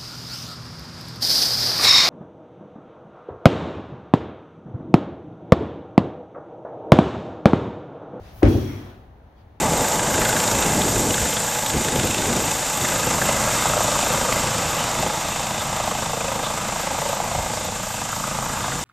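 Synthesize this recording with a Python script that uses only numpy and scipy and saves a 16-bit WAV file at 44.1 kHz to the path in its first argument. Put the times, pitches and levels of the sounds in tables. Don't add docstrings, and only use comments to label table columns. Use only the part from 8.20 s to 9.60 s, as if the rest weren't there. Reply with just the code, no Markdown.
import sys
import numpy as np
from scipy import signal
from scipy.fft import rfft, irfft
from scipy.io import wavfile

SR = 44100
rng = np.random.default_rng(int(sys.argv[2]) if len(sys.argv) > 2 else 0)


def to_wav(sig):
    pcm = np.clip(np.atleast_2d(sig), -1, 1) * 32767
    pcm = np.round(pcm).astype(np.int16)
    wavfile.write(sys.argv[1], SR, pcm.T)


N = 61739
T, HZ = np.arange(N) / SR, np.fft.rfftfreq(N, 1 / SR)
SLAM_S = 0.2298
SLAP_S = SLAM_S + 0.0007

# (frequency [Hz], relative level [dB])
SLAP_SPECTRUM = [(200, 12.5), (600, -6), (1100, -0.5), (2000, 0), (3200, -9), (5500, -19.5), (7600, -17),
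                 (9500, -28.5), (16000, -43)]
# (frequency [Hz], level [dB], t60 [s], rise [s], lag [s])
FLOOR_MODES = [(54, 2.5, 0.11, 0.018, 0.0054), (102.5, 1, 0.048, 0.014, 0.00898)]


def skin_slap():
    log_gain = np.log(amp(read(SLAP_SPECTRUM, abs(np.fft.fftfreq(N, 1 / SR)))))
    click = np.fft.ifft(np.exp(np.conj(signal.hilbert(log_gain)))).real
    return -amp(6) * delay(click, SLAP_S)


def shell_knock():
    # (frequency [Hz], level [dB], t60 [s], rise [s], lag [s])
    shell_modes = [(333, 11, 0.02, 0.0033, 0.0005), (545, -14.5, .12, 0.0031, .002),
                   (773, -15.5, 0.044, 0.0015, 0)]
    return sum(mode(*row) for row in shell_modes)


def floor_thump():
    return sum(mode(*row) for row in FLOOR_MODES)


def turf():
    crunch_s, scuff_at_s, scuff_width_s, scuff_hz = 0.0051, 0.2268, 0.0017, 685
    age = T - SLAP_S
    crunch = noise(read(SLAP_SPECTRUM, HZ)) * (age > 0) * np.exp(-abs(age) / crunch_s)
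    scuff = noise(-18 * abs(np.log2((HZ + 1) / scuff_hz)))
    scuff /= np.cosh(np.clip((T - scuff_at_s) / scuff_width_s, -20, 20))
    return amp(-16.5) * crunch + amp(-21) * scuff


def echoes(slap, knock):
    # (delay [s], slap level [dB], knock level [dB], right channel lag [s])
    reflections = [(.0055, -9, -24, 0.019), (0.0101, -30, -15, 0.0055), (0.0232, -3, -31, 0.02),
                   (0.0243, -14, -31, 0.019), (0.0324, -5, -15, -0.024), (0.0374, -12, -13.5, -0.0076),
                   (0.0476, -11, -13.5, 0), (0.081, -25, -29, 0.015), (0.092, -23, -13.5, -.0001),
                   (0.121, -27, -14, 0), (.155, -14, -15.5, -0.0052)]
    # (delay [s], level [dB])
    thump_returns = [(.038, 6.5), (0.111, -2.5), (.157, -11), (0.197, -3.5)]
    wall_cutoff_hz = 3460
    pole = np.exp(-2 * np.pi * wall_cutoff_hz / SR)
    dull_slap = signal.lfilter([1 - pole], [1, -pole], slap)
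    upper_thump = mode(*FLOOR_MODES[1])
    out = np.zeros((2, N))
    for delay_s, slap_db, knock_db, right_lag_s in reflections:
        echo = amp(slap_db) * dull_slap + amp(knock_db) * knock
        out += [delay(echo, delay_s), delay(echo, delay_s + right_lag_s)]
    return out + sum(amp(db) * delay(upper_thump, delay_s) for delay_s, db in thump_returns)


def room_boom():
    # (frequency [Hz], level [dB], t60 [s])
    standing_waves = [(85, -20, 0.64), (100.6, -12.5, 0.83), (130.5, -17.5, 0.81), (221.4, -22, 0.86),
                      (262, -30.5, 1), (302.3, -23, 0.78), (320, -25.5, .55), (359, -29, 0.446),
                      (390, -27.5, 0.8)]
    # (frequency [Hz], relative level [dB], t60 [s])
    tail_bands = [(30, -23, 0.98), (53.3, -5.5, 0.77), (120, -7, 1), (174, -18.5, 1), (241.4, -1.5, 0.83),
                  (380, -5, 0.79), (472, -10.5, 0.62), (710, -13.5, 0.42), (926, -23, 0.46),
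                  (2110, -30, 0.46), (3700, -42.5, 1), (7340, -48, 0.8), (16000, -70, 0.5)]
    tail_rise_s = 0.012
    hz, frame_s, bands = signal.stft(noise(read(tail_bands, HZ)), SR, nperseg=1024)
    t60 = read(tail_bands, hz, column=2)[:, None]
    bands *= amp(-60 * np.maximum(frame_s - SLAM_S, 0) / t60)
    tail = signal.istft(bands, SR, nperseg=1024)[1][:, :N]
    tail *= 1 - np.exp(-np.maximum(T - SLAM_S, 0) / tail_rise_s)
    return amp(-12.5) * tail + sum(mode(hz, db, t60, rise_s=0.023) for hz, db, t60 in standing_waves)


def hiss():
    # (frequency [Hz], relative level [dB])
    spectrum = [(500, 6.5), (1000, 4.5), (1500, 2.5), (2150, -1.5), (2700, -4.5), (4200, -4), (5000, -7.5),
                (6800, -5), (8700, -11), (12000, -12), (15500, -6)]
    # (time [s], lower band gain [dB], treble gain [dB])
    envelope = [(.23, -74, -77), (.29, -43, -36.5), (.42, -40.5, -41), (.55, -42.5, -46.5),
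                (0.701, -45.5, -55.5), (.80, -54, -64.5), (.92, -60, -71)]
    sound = noise(read(spectrum, HZ))
    lower = lowpass(sound, hz=3700)
    treble = sound - lower
    times, lower_db, treble_db = np.transpose(envelope)
    lower *= amp(np.interp(T, times, lower_db, left=-np.inf))
    treble *= amp(np.interp(T, times, treble_db, left=-np.inf))
    return lower + treble


def hiss_rings():
    # (frequency [Hz], width [Hz], level [dB], pitch fall [Hz/s], peak time [s], half length [s])
    rings = [(2190, 510, -49.5, 8, 0.515, 0.053), (3305, 73, -50, -2, 0.35, 0.17),
             (5736, 200, -53, 588, 0.37, 0.15)]
    start_s, rise_s = 0.242, 0.028
    out = np.zeros((2, N))
    for hz, width, db, fall, peak_s, half_s in rings:
        glide = np.exp(-1j * np.pi * fall * (T - peak_s) ** 2)
        band = (signal.hilbert(narrow_noise(hz, width)) * glide).real
        out += band * amp(db) * swell(peak_s, half_s)
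    return out * np.clip((T - start_s) / rise_s, 0, 1)


def clothes():
    # (peak time [s], half length [s], level [dB], tilt above 500 Hz [dB/octave])
    moves = [(0.084, 0.059, -52.5, -1), (0.193, 0.038, -49, 10), (0.202, 0.039, -53, -3),
             (1.197, 0.024, -69.5, 0)]
    # (frequency [Hz], relative level [dB])
    spectrum = [(300, -2.5), (1000, 3.5), (3000, 1.5), (6200, -3.5), (7600, -6), (9000, -11.5),
                (16000, -10)]
    # (frequency [Hz], width [Hz], level [dB])
    squeak_bands = [(3280, 900, -70.5), (4650, 510, -76)]
    octaves = np.log2(np.maximum(HZ, 500) / 500)
    swishes = [noise(read(spectrum, HZ) + tilt * octaves) * amp(db) for _, _, db, tilt in moves]
    swishes[-1] += sum(amp(db) * narrow_noise(hz, width) for hz, width, db in squeak_bands)
    return sum(swish * swell(peak_s, half_s) for swish, (peak_s, half_s, _, _) in zip(swishes, moves))


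def ventilation():
    # (frequency [Hz], relative level [dB])
    spectrum = [(20, -21), (38, -12.5), (60, -3), (105, -6), (135, -14), (190, -18.5), (250, -19.5),
                (400, -23.5), (800, -21), (1150, -31.5), (1800, -37), (4500, -92), (7300, -68),
                (16000, -92)]
    start_db, fall_db_per_s = -42, 5.5
    return noise(read(spectrum, HZ)) * amp(start_db - fall_db_per_s * T)


def mode(hz, db, t60, rise_s, lag_s=0):
    age = np.maximum(T - SLAM_S - lag_s, 0)
    envelope = amp(db - 60 * age / t60) * (1 - np.exp(-age / rise_s))
    return -envelope * np.sin(2 * np.pi * hz * age)


def noise(spectrum_db):
    # (frequency [Hz], correlation [0-1])
    stereo_likeness = [(50, .998), (150, 0.98), (300, 0.82), (600, 0.58), (1100, 0.15), (4000, 0.19),
                       (16000, 0.23)]
    likeness = read(stereo_likeness, HZ)
    mid, side = np.exp(2j * np.pi * rng.random((2, len(HZ))))
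    mid, side = mid * np.sqrt(1 + likeness), side * np.sqrt(1 - likeness)
    sound = irfft(np.array([mid + side, mid - side]) * amp(spectrum_db), N)
    return sound / np.sqrt(np.mean(sound ** 2) + 1e-20)


def narrow_noise(hz, width):
    return noise(-20 * np.log10(1 + (2 * (HZ - hz) / width) ** 2))


def swell(peak_s, half_s):
    return np.exp(-0.5 * ((T - peak_s) / half_s) ** 2)


def amp(db):
    return 10 ** (np.asarray(db) / 20)


def read(points, hz, column=1):
    table = np.array(points, float)
    return np.interp(np.log(hz + 1), np.log(table[:, 0] + 1), table[:, column])


def delay(x, seconds):
    return np.interp(T - seconds, T, x, left=0)


def lowpass(x, hz):
    return irfft(rfft(x) / (1 + (HZ / hz) ** 6), N)


def scene():
    low_cut_hz, lean_db = 42, 0.75
    slap, knock = skin_slap(), shell_knock()
    slam = slap + knock + floor_thump() + echoes(slap, knock) + turf() + room_boom()
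    slam = signal.lfilter(*signal.butter(2, low_cut_hz, "high", fs=SR), slam)
    mix = slam + hiss() + hiss_rings() + clothes() + ventilation()
    return mix * amp([[lean_db], [-lean_db]])


def record(dry):
    dip_hz, dip_width_hz, dip_db, top_hz = 7620, 780, -10, 15900
    response = amp(dip_db * np.exp(-((HZ - dip_hz) / dip_width_hz) ** 2))
    heard = irfft(rfft(dry) * response, N)
    rounded = heard / (1 + heard ** 8) ** (1 / 8)
    band_limit = signal.firwin(511, top_hz, window=("kaiser", 9), fs=SR)
    return signal.oaconvolve(rounded, band_limit[None], "same")


dry = scene()
out = record(dry)
to_wav(out)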